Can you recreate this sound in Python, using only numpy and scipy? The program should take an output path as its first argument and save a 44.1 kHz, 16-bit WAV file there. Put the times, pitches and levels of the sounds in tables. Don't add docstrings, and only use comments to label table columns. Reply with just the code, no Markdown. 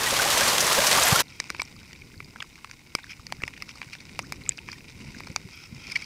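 import sys
import numpy as np
from scipy import signal
from scipy.fft import rfft, irfft, next_fast_len
from scipy.io import wavfile
from scipy.ndimage import uniform_filter1d

SR = 44100
rng = np.random.default_rng(int(sys.argv[2]) if len(sys.argv) > 2 else 0)


def amplitude_ratio(level_db):
    exponent = np.asarray(level_db, float) / 20
    return 10 ** exponent


def bounce(signal):
    frames = np.transpose(np.atleast_2d(signal))
    limited = np.clip(frames, -1, 1)
    pcm = np.round(limited * 32767).astype(np.int16)
    wavfile.write(sys.argv[1], SR, pcm)


N = 266805
CUT_S, FADE_S = 1.2235, 0.012

# (time [s], level [dB])
BANK_RAIN = [(0, -27.5), (0.15, -26.5), (0.45, -23), (0.58, -25), (0.85, -23), (1.1, -22), (1.2, -23)]
# (frequency [Hz], level per Hz [dB])
BANK_HISS_TONE = [(180, -19), (300, -12.5), (462, -5), (537, -3.5), (828, -4), (1060, -0.5), (1320, -4),
                  (1610, -3.5), (6200, -7), (12500, -15), (16000, -24.5)]
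# (frequency [Hz], level per Hz [dB])
BANK_WASH_TONE = [(13, -33.5), (22, -8), (103, 3), (139, 4), (324, -2), (450, -2), (580, -49), (990, -120)]
# (time [s], peak [dB], first pitch [Hz], last pitch [Hz], length [ms])
PLOPS = [(0.054, -19, 2020, 1800, 45), (.120, -16, 509.2, 625, 23), (0.193, -10.5, 1430, 1607, 15),
         (0.214, -27.5, 400, 489.6, 58), (.245, -15.5, 681, 910, 26), (0.399, -17.5, 510, 610, 34),
         (0.405, -15.5, 1529, 1740, 31), (.470, -20, 497, 540, 21.6), (.622, -18, 610, 527.4, 19),
         (.772, -13, 453.2, 703, 38), (.783, -14, 1600, 1687, 13), (.832, -23, 920, 1111, 28),
         (0.951, -20, 1228, 990, 28.42), (0.974, -12, 1058, 1270, 22.87), (1.010, -37, 620.1, 642.3, 22.27),
         (1.074, -15, 1610, 1789, 13), (1.113, -13, 1143, 1210, 20), (1.153, -11, 1318, 1448, 16.4)]
# (time [s], peak [dB], centre [Hz])
CLOTHING_TICKS = [(0.0336, -14.5, 3470), (0.1076, -18.5, 5000), (0.302, -14, 3613), (0.3774, -15.5, 5237),
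                  (0.477, -15, 3202), (0.5462, -22, 3340), (0.605, -11.5, 5998), (0.7262, -19, 5150),
                  (0.8671, -8.5, 5700), (0.9123, -12.5, 3226), (0.9724, -17, 4793), (0.9956, -34, 6180),
                  (1.0203, -13.5, 3185), (1.159, -18, 4410), (1.1916, -11.5, 3153)]
# (time [s], peak [dB], pitch [Hz], length [ms])
COVER_THUMP = [
    (1.1215, -12, 140, 15),
]
# (time [s], peak [dB], centre [Hz], length [ms])
SPRAY_SNAPS = [(0.0707, -20, 7040, 3.5), (.486, -15, 4200, 6.0), (.6669, -13, 7040, 3.3),
               (.717, -16, 3100, 5.4), (.9985, -8.5, 6200, .6), (1.0316, -11, 7000, 7.0),
               (1.054, -20, 12500, 6.0), (1.0794, -14.5, 10500, 7.0), (1.1594, -9, 9500, 1.5),
               (1.2, -18, 12000, 7.5), (.368, -17, 1600, 6.7), (.43, -18, 2300, 6.0),
               (.458, -16, 1600, 6.0), (.675, -17.5, 2000, 7.0), (.71, -16.5, 1090, 8.4),
               (.985, -14, 1500, 6.6), (1.064, -14, 2000, 6.5)]
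# (start [s], end [s], level [dB])
UNLIKE_TREBLE = (.742, .79, -32)

# (time [s], level [dB])
HOUSED_RAIN = [(1.27, -50), (1.45, -48), (1.9, -51), (2.1, -53), (2.5, -52.5), (2.65, -51.5), (2.82, -53.5),
               (3.05, -49), (3.25, -53), (3.58, -50), (3.93, -49.5), (4.25, -51), (4.45, -48.5),
               (4.62, -52), (5.2, -47), (5.45, -50.5), (5.75, -50.5), (5.9, -46)]
# (frequency [Hz], level per Hz [dB])
SHELL_TONE = [(290, -37), (500, -13), (668, -12), (1020, -5.5), (1220, -13), (1450, -6), (1680, -14),
              (2120, 1), (2410, 0.5), (3380, -13.5), (3770, -6), (4150, -11), (4700, -6.5), (5200, -5.5),
              (5550, -9.5), (5950, -9), (6410, -15.5), (9000, -19.5), (11700, -40), (19800, -120)]
# (frequency [Hz], level per Hz [dB])
TOP_TONE = [(3820, -7), (6500, -2), (14700, -9.5), (15600, -5), (15800, -20), (16000, -44)]
# (time [s], level [dB])
RIPPLES = [(1.27, -51), (2.3, -50.5), (2.5, -53), (3.0, -56), (3.4, -47.5), (3.93, -51), (4.25, -45),
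           (4.6, -50), (5.3, -45.5), (5.57, -52.5), (5.72, -47), (6.04, -50.5)]
# (frequency [Hz], level per Hz [dB])
RUMBLE_TONE = [(13, -39), (22, -9), (48, -8.5), (75, -2.5), (140, -2.5), (202, -6.5), (258, -7),
               (487, -18.5), (700, -32), (910, -33), (1540, -120)]
# (time [s], peak [dB], pitch [Hz], length [ms])
KNOCKS = [(1.402, -31, 425.3, 4.3), (1.505, -26, 247.8, 3.18), (1.594, -24.5, 301, 2.29),
          (2.203, -36, 302.7, 5.8), (2.951, -15, 287.4, 2.593), (3.189, -34.5, 80.56, 19),
          (3.386, -31, 107, 16), (3.437, -20.5, 198.4, 2.8), (4.19, -33, 140.3, 20),
          (5.053, -31, 105, 10.51), (5.083, -28, 139.8, 8.7), (5.163, -31, 235.9, 15),
          (5.297, -26, 150, 11.7), (5.311, -29.5, 230, 9.0), (5.448, -29, 129, 18), (5.723, -27, 167.7, 11)]
# (centre [Hz], width [Hz], scatter between drops [octaves])
SHELL_ZONES = [
    (1000, 750, .04),
    (2200, 470, .025),
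    (4850, 1300, .02),
    (8500, 5000, .06),
]
# (time [s], strength [dB], depth [dB], brightness [dB], edge [dB])
HARD_DROPS = [(1.4009, -26, -10.5, 2.5, -35), (1.5021, -30, 1, -0.5, -9), (1.6181, -33.5, 4, 6, -12.5),
              (2.2035, -35, -6.5, -25, 3), (2.4249, -34.5, -1, -2, -37), (2.6453, -49, 14.5, 1, -9),
              (2.7125, -41, -9.5, 0, -18.5), (2.9509, -23.5, -1.5, 2.5, -9.5), (3.105, -43, -5, -4.5, -28),
              (3.2674, -42, -10, 7, -26), (3.323, -30.5, 2.5, -2, -10.5), (3.42, -36.5, -4, -10.5, -19.5),
              (3.4362, -22.5, -8.5, -16, -21), (3.6224, -31, -6.5, -2, -14), (3.6916, -39, -9, -5, -35.5),
              (3.816, -30.5, -6.5, -11, -23), (3.9516, -40.5, -3, -7, -20), (4.191, -30, 3.5, -2, -11),
              (4.195, -32.5, -10, -9.5, -15), (4.3227, -31.5, -1.5, -2, -7),
              (4.5818, -44.5, 3.5, -11, -7.5), (4.6872, -34.5, -3.5, -14, -21.5),
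              (5.2044, -41.5, 2.5, -7, -3), (5.3611, -27.5, 1, 5, -44)]
# (time [s], length [ms], strength [dB], depth [dB], brightness [dB])
SPLASHES = [(1.547, 5.6, -35.5, -1, -12), (1.5939, 7.1, -23, -11, -13.5), (1.93, 6.4, -42.5, -11, -1.5),
            (2.3987, 9.3, -37.5, -2.5, -11), (2.555, 6.8, -46.5, -16, -3.5), (2.987, 6.9, -40, -2, -12),
            (3.4777, 6.26, -31, -2, -8.5), (3.5752, 6.7, -42.5, -8, -7), (3.7526, 7.176, -55, 7.5, 10),
            (3.8282, 6.9, -39, -8, -17), (3.931, 6.8, -36, -33, -4), (3.9358, 6.9, -39, -18, -5),
            (4.5188, 6.2, -38.5, -27, -8), (4.7281, 6.935, -37, -7, -5), (5.266, 9.3, -41.5, 1, 0),
            (5.8935, 9.69, -39, -15, -3), (5.914, 9.2, -30, -18, -0.5), (5.9516, 12.753, -17, -31.5, -12),
            (5.97, 7, -53.5, 9, 15), (6.018, 7.2, -34, -30, -7)]
# (time [s], strength [dB], pitch [Hz])
SPECKS = [(1.282, -43, 3867), (1.6079, -43, 8246), (1.6307, -38.5, 8200), (1.651, -39, 5300),
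          (1.7637, -42, 4844), (1.8152, -46, 1804), (2.141, -44, 1656), (2.2448, -40, 4729),
          (2.3597, -32.5, 1640), (2.3589, -38, 980), (2.403, -27, 3127), (2.421, -30, 1671),
          (2.4436, -45, 1122), (3.033, -41.5, 3724), (3.042, -35.5, 1720), (3.1954, -41.5, 1107),
          (3.403, -42.5, 1766), (3.4108, -41, 1713), (3.478, -47, 9327), (3.7109, -41, 2991),
          (4.006, -42, 4470), (4.2251, -41, 5890), (4.4366, -42, 4109), (4.574, -35, 4800),
          (4.7165, -31, 4680), (5.147, -36.5, 1662), (5.186, -39, 5400), (5.748, -41, 5232),
          (5.913, -36, 4914), (6.043, -36, 4846)]
# (time [s], strength [dB])
FACE_SPECKS = [(1.3227, -40), (1.8498, -45), (1.951, -41), (2.0186, -36), (2.1167, -47), (2.9189, -46),
               (2.9843, -37.5), (3.099, -37), (3.1315, -36), (3.5318, -41), (3.537, -36), (3.565, -38),
               (3.6036, -40.5), (3.8376, -42.5), (3.9207, -46), (4.0923, -42), (4.156, -42), (4.341, -42.5),
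               (4.4168, -40), (4.4622, -33), (4.4845, -42), (4.509, -36), (4.588, -29), (4.6805, -39),
               (4.8062, -41.5), (5.012, -39.5), (5.0611, -41.5), (5.0888, -43), (5.8697, -35)]
# (time [s], peak [dB], pitch [Hz], width [Hz])
LENS_PING = [
    (4.4919, -4, 7320, 1087),
]
# (time [s], peak [dB], first pitch [Hz], last pitch [Hz], length [ms])
NEAR_PLOPS = [
    (4.228, -47.5, 999.1, 2201, 30),
    (4.600, -55, 876, 941.6, 19.76),
    (4.755, -47, 1835, 1912, 12),
    (5.295, -49, 501.9, 537.6, 25),
    (5.453, -49.5, 372, 405, 40),
]
# (time [s], peak [dB], pitch [Hz])
SPRAY_TAPS = [(1.256, -43, 4600), (1.3004, -40, 5240), (1.4872, -36, 6900), (1.5584, -43, 5310),
              (1.5665, -43, 10500), (1.6074, -33, 5200), (1.8003, -37, 5020), (1.8821, -42, 5500),
              (2.0009, -43, 4650), (2.157, -41, 4590), (2.1779, -34, 4530), (2.3067, -36, 5140),
              (2.5785, -42, 5210), (2.693, -45, 4660), (2.7342, -42, 5110), (2.8644, -47, 4580),
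              (3.105, -36, 5190), (3.1104, -36, 5220), (3.1164, -34, 5290), (3.1204, -34, 5160),
              (3.1951, -44, 5250), (3.4244, -36, 7500), (3.463, -35, 5070), (3.6032, -38, 5100),
              (3.686, -35, 5170), (3.697, -37, 4800), (3.7117, -35, 5140), (3.87, -44, 7200),
              (3.901, -42, 5370), (3.9135, -39, 5000), (3.9853, -37, 3660), (4.0527, -35, 5130),
              (4.121, -41, 8440), (4.2193, -35, 5930), (4.2497, -39, 5130), (4.2677, -38, 4780),
              (4.4762, -41, 5500), (4.6758, -37, 4950), (4.7004, -33, 4900), (4.7934, -41, 4930),
              (4.9142, -39, 3740), (5.1514, -38, 6500), (5.3158, -31, 5540), (5.5298, -39, 5100),
              (5.5564, -42, 12500), (5.672, -41, 5600), (5.8691, -27, 5050), (5.9, -35, 5100),
              (5.975, -32, 5200),
              (1.492, -38, 2400), (1.763, -42, 1200), (1.918, -43, 2070), (2.245, -41, 2440),
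             (2.385, -42, 1200), (2.579, -38, 1690), (2.592, -45, 1100), (2.671, -46, 1700),
             (2.697, -45, 1600), (2.865, -39, 2090), (2.991, -34, 1500), (3.068, -39, 1490),
             (3.11, -36, 2370), (3.116, -32, 2310), (3.12, -29, 2340), (3.293, -42, 1300),
             (3.384, -43, 1500), (3.678, -41, 1300), (3.886, -41, 1500), (3.942, -35, 2400),
             (4.342, -41, 1300), (4.37, -39, 2380), (4.475, -39, 1200), (4.545, -44, 2410),
             (4.697, -31, 1800), (4.844, -36, 2460), (4.929, -42, 2510), (4.954, -39, 2230),
             (5.125, -36, 2300), (5.17, -34, 2210), (5.401, -42, 1800), (5.723, -38, 2340),
             (5.763, -36, 2450)]
# (start [s], end [s], level [dB])
BRUSHES = [
    (1.31, 1.426, -53.5),
    (3.096, 3.125, -45.5),
    (3.691, 3.709, -43.5),
    (3.926, 3.951, -47),
    (4.68, 4.741, -48.5),
    (5.53, 5.654, -48.5),
    (5.84, 6.098, -47.5),
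]
# (centre [Hz], width [Hz], level [dB])
BRUSH_BANDS = [
    (1380, 170, -9),
    (2439.7, 220, 2),
    (3250, 156.2, -5.5),
    (5100, 610, -1.5),
    (4200, 1500, -8),
    (8530, 4360, -18),
]


def rms_one(x):
    return x / np.sqrt(np.mean(x ** 2) + 1e-20)


def in_time(rows):
    s, *columns = np.transpose(rows)
    return [np.interp(np.arange(N) / SR, s, c) for c in columns]


def drift(rate):
    r = np.exp(-80 * np.pi * rate / SR)
    slow = signal.lfilter([1], [1, -2 * r, r * r], rng.standard_normal(N // 40 + 2002))[2000:]
    return np.interp(np.arange(N) / 40, np.arange(len(slow)), rms_one(slow))


def resonate(x, hz, width_hz):
    r = np.exp(-np.pi * width_hz / SR)
    feedback = [1, -2 * r * np.cos(2 * np.pi * hz / SR), r * r]
    return signal.lfilter([(1 - r * r) / 2, 0, (r * r - 1) / 2], feedback, x)


def add(out, s, piece):
    i = round(s * SR)
    out[i:i + len(piece)] += piece[:N - i]


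def coloured(x, spectrum, patchy_db, rate):
    size = next_fast_len(N)
    octave = np.log2(np.arange(size // 2 + 1) * SR / size + 1)
    hz, level_db = np.transpose(spectrum)
    shaped = rfft(x, size) * amplitude_ratio(np.interp(octave, np.log2(hz), level_db, left=-90, right=-90))
    out, together = 0, drift(rate)
    step = 0.7
    for centre in np.arange(np.log2(hz[0]), np.log2(hz[-1]) + step, step):
        window = np.maximum(1 - np.abs(octave - centre) / step, 0)
        band = irfft(shaped * window, size)[:N]
        out = out + band * amplitude_ratio(patchy_db * (0.63 * together + drift(3 * rate)))
    return rms_one(out)


def patter(per_s, spread_db, burst_ms, share):
    sizes = amplitude_ratio(spread_db * np.minimum(rng.exponential(1, N), 3.5))
    born = (rng.random(N) < per_s / SR) * sizes
    r = np.exp(-1000 / (burst_ms * SR))
    bursts = signal.lfilter([1], [1, -r], born + 1e-18) * rng.standard_normal(N)
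    share = np.clip(share, 0, 1)
    return np.sqrt(share) * rms_one(bursts) + np.sqrt(1 - share) * rng.standard_normal(N)


def bubble(first_hz, last_hz, ms):
    along = np.linspace(0, 1, int(ms * SR / 1000))
    phase = 2 * np.pi * np.cumsum(first_hz * (last_hz / first_hz) ** along) / SR
    return np.sin(phase) * np.sin(np.pi * along ** 0.76)


def push(hz, ms):
    t = np.arange(int(ms * SR / 1000)) / SR
    swell = np.abs(np.sin(np.pi * t / t[-1])) ** 1.53
    return -np.sin(2 * np.pi * hz * t) * swell


def strike(burst, db, hz, width_hz):
    ring = resonate(resonate(burst, hz, width_hz), hz, 2.52 * width_hz)
    return amplitude_ratio(db) * ring * np.sqrt(0.004 * SR / np.sum(ring ** 2))


def bass_side(lows, own, level_db, lean):
    leaning = signal.sosfilt(signal.butter(2, 130, fs=SR, output="sos"), lows)
    return amplitude_ratio(level_db) * own + lean * leaning


def unlike_treble():
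    start, end, db = UNLIKE_TREBLE
    band = signal.butter(6, [9000, 14000], "band", fs=SR, output="sos")
    gap = signal.butter(4, [10500, 11800], "bandstop", fs=SR, output="sos")
    treble = signal.sosfilt(gap, signal.sosfilt(band, rng.standard_normal(N)))
    along = np.clip((np.arange(N) / SR - start) / (end - start), 0, 1)
    return amplitude_ratio(db) * treble * np.sin(np.pi * along)


def ripple_rumble():
    rumble_db, = in_time(RIPPLES)
    rumble = amplitude_ratio(rumble_db - 0.8) * coloured(rng.standard_normal(N), RUMBLE_TONE, patchy_db=2.0, rate=7)
    knocks = np.zeros(N)
    for s, db, hz, ms in KNOCKS:
        add(knocks, s, amplitude_ratio(db - 4.5) * push(hz, ms))
    return rumble + knocks


def reed_rustle():
    friction, t = patter(600, 3.396, 1.9, 0.66), np.arange(N) / SR
    bands, touch = np.zeros(N), np.zeros(N)
    for hz, width_hz, db in BRUSH_BANDS:
        ring = resonate(resonate(friction, hz, width_hz), hz, 3 * width_hz)
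        bands += amplitude_ratio(db) * rms_one(ring)
    for start, end, db in BRUSHES:
        away_db = 43 * np.maximum(start - t, 0) + 73 * np.maximum(t - end, 0)
        touch += amplitude_ratio(db - away_db / (end - start))
    return touch * rms_one(bands)


def spray_taps():
    out, t = np.zeros(N), np.arange(500) / SR
    for s, db, hz in SPRAY_TAPS:
        burst = rng.standard_normal(500) * np.exp(-t / 0.0011)
        spot = resonate(resonate(burst, hz, 0.13 * hz), hz, 0.41 * hz)
        edge = resonate(resonate(burst, 1.05 * hz, 1.0 * hz), 1.05 * hz, 1.9 * hz)
        tap = rms_one(spot) + 0.18 * rms_one(edge)
        add(out, s, amplitude_ratio(db - 5.0) * tap / np.abs(tap).max())
    return out


def spray_snaps():
    out, t = np.zeros(N), np.arange(900) / SR
    for s, db, hz, ms in SPRAY_SNAPS:
        burst = rng.standard_normal(900) * t * np.exp(-2500 * t / ms)
        snap = resonate(resonate(burst, hz, 0.45 * hz), hz, 0.96 * hz)
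        add(out, s, amplitude_ratio(db) * snap / np.abs(snap).max())
    return out


def clothing_and_cover():
    out, t = np.zeros(N), np.arange(600) / SR
    for s, db, hz in CLOTHING_TICKS:
        tick = resonate(rng.standard_normal(600) * np.exp(-t / 0.013), 0.95 * hz, 2900)
        add(out, s, amplitude_ratio(db + 1.5) * tick / np.abs(tick).max())
    for s, db, hz, ms in COVER_THUMP:
        add(out, s, amplitude_ratio(db) * push(hz, ms))
    return out


def large_plops():
    out = np.zeros(N)
    for s, db, *shape in PLOPS:
        plop = bubble(*shape)
        spray = uniform_filter1d(rng.standard_normal(len(plop)), size=40) * np.sqrt(40)
        add(out, s, amplitude_ratio(db - 8.0) * plop * (1 + 0.46 * spray))
    return out


def bubble_carpet():
    out = np.zeros(N)
    for when, pitch, size, rise in rng.random((420, 4)):
        hz = 480 * 5.5 ** pitch
        ring = bubble(hz, hz * (1 + 0.33 * rise), 13000 / hz)
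        add(out, when * CUT_S, amplitude_ratio(10.5 * size ** 2) * ring)
    return out


def near_plops():
    out = np.zeros(N)
    for s, db, *shape in NEAR_PLOPS:
        add(out, s, amplitude_ratio(db) * bubble(*shape))
    return out


def lens_ping():
    out, t = np.zeros(N), np.arange(1300) / SR
    for s, db, hz, width_hz in LENS_PING:
        touch = signal.unit_impulse(1300) + 0.49 * signal.unit_impulse(1300, idx=52)
        ring = resonate(resonate(resonate(touch, hz, width_hz), hz, 2.1 * width_hz), hz, 3 * width_hz)
        ring = signal.sosfilt(signal.butter(4, 9500, fs=SR, output="sos"), ring)
        splash = resonate(rng.standard_normal(1300) * np.exp(-t / 0.0019), 3400, 2531)
        add(out, s, amplitude_ratio(db) * (ring / np.abs(ring).max() + 0.1989 * splash))
    return out


def small_drops():
    out, t = np.zeros(N), np.arange(1300) / SR
    face = [(s, db, 2330 * 2 ** (0.043 * rng.standard_normal())) for s, db in FACE_SPECKS]
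    for s, db, hz in SPECKS + face:
        burst = rng.standard_normal(1300) * np.exp(-t / 0.0017)
        spot = strike(burst, db - 5.0, hz, 250 + 0.082 * hz)
        add(out, s, spot + strike(burst, db - 24.0, 2163, 2600))
    return out


def hard_drops():
    out, t = np.zeros(N), np.arange(1300) / SR
    hits = [(s, 2.35, *colour) for s, *colour in HARD_DROPS]
    hits += [(*row, -15.5) for row in SPLASHES]
    for s, ms, strength_db, depth_db, bright_db, edge_db in hits:
        strengths = strength_db + np.array([depth_db, 0, bright_db, bright_db + edge_db])
        length = max(ms - 1.2, 0.6) / 1000
        long_splash = ms > 7
        if long_splash:
            lumps = amplitude_ratio(0.95 * np.sin(2 * np.pi * 210 * t))
            shape = np.sin(np.pi * np.minimum(t / (1.51 * length), 1)) ** 2 * lumps
        else:
            rise = 1 - np.exp(-t / (0.094 * length))
            fall = np.exp(-(t / (0.43 * length)) ** 1.1) + 0.082 * np.exp(-t / 0.003)
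            shape = rise * fall
        splash = rng.standard_normal((4, 1300)) * shape
        lag = round(rng.uniform(25, 70))
        splash[:, lag:] -= 0.41 * splash[:, :-lag].copy()
        offs = np.clip(rng.standard_normal(4), -2, 2)
        for burst, db, (hz, width_hz, scatter), off in zip(splash, strengths, SHELL_ZONES, offs):
            width = width_hz * (0.55 if long_splash else 1)
            add(out, s, strike(burst, db, hz * 2 ** (scatter * off), width))
        add(out, s, strike(splash[1], strength_db - 16, 2294, 62))
    return out


def rain_through_shell():
    rain_db, = in_time(HOUSED_RAIN)
    rain = coloured(patter(480, 4.1, 0.9, 0.66), SHELL_TONE, patchy_db=1.43, rate=11.4)
    top = coloured(patter(180, 3.59, 1.208, 0.1335), TOP_TONE, patchy_db=-0.5, rate=6.475)
    top_db = -65 + 0.11 * (rain_db + 54.0)
    return amplitude_ratio(rain_db - 2.1) * rain + amplitude_ratio(top_db) * top


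def rain_on_river():
    rain_db, = in_time(BANK_RAIN)
    quietest_db = rain_db.min()
    wash_db = quietest_db + 0.24 * (rain_db - quietest_db) - 15
    hiss = coloured(patter(600, 3.7, 1.8, 0.36), BANK_HISS_TONE, patchy_db=0.6, rate=12)
    wash = coloured(rng.standard_normal(N), BANK_WASH_TONE, patchy_db=1.0, rate=6.52)
    return amplitude_ratio(rain_db + 1.5) * hiss + amplitude_ratio(wash_db + 1.0) * wash + amplitude_ratio(rain_db - 16) * bubble_carpet()


def scene():
    t = np.arange(N) / SR
    first = np.clip((CUT_S - t) / FADE_S, 0, 1)
    second = np.clip((t - CUT_S + FADE_S) / FADE_S, 0, 1)
    bank = rain_on_river() + large_plops() + clothing_and_cover()
    shell = rain_through_shell() + hard_drops() + small_drops() + lens_ping() + near_plops()
    shell += reed_rustle() + spray_taps()
    lows = ripple_rumble()
    mid = first * (bank + spray_snaps()) + second * (shell + lows)
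    own = coloured(rng.standard_normal(N), RUMBLE_TONE, patchy_db=1.5, rate=6.925)
    ripple_db, = in_time(RIPPLES)
    side = first * bass_side(bank, own, -57.5, 0.08)
    side += second * bass_side(lows, own, ripple_db - 17.5, 0.18)
    side += unlike_treble()
    return np.array([mid + side, mid - side])


def band_limit(x):
    return signal.sosfilt(signal.butter(12, 16670, fs=SR, output="sos"), x)


def record(dry):
    rounded = 0.8 * np.tanh(dry / 0.8)
    finished = signal.sosfilt(signal.cheby2(10, 50, 16500, fs=SR, output="sos"), rounded)
    return band_limit(finished)


dry = scene()
out = record(dry)
bounce(out)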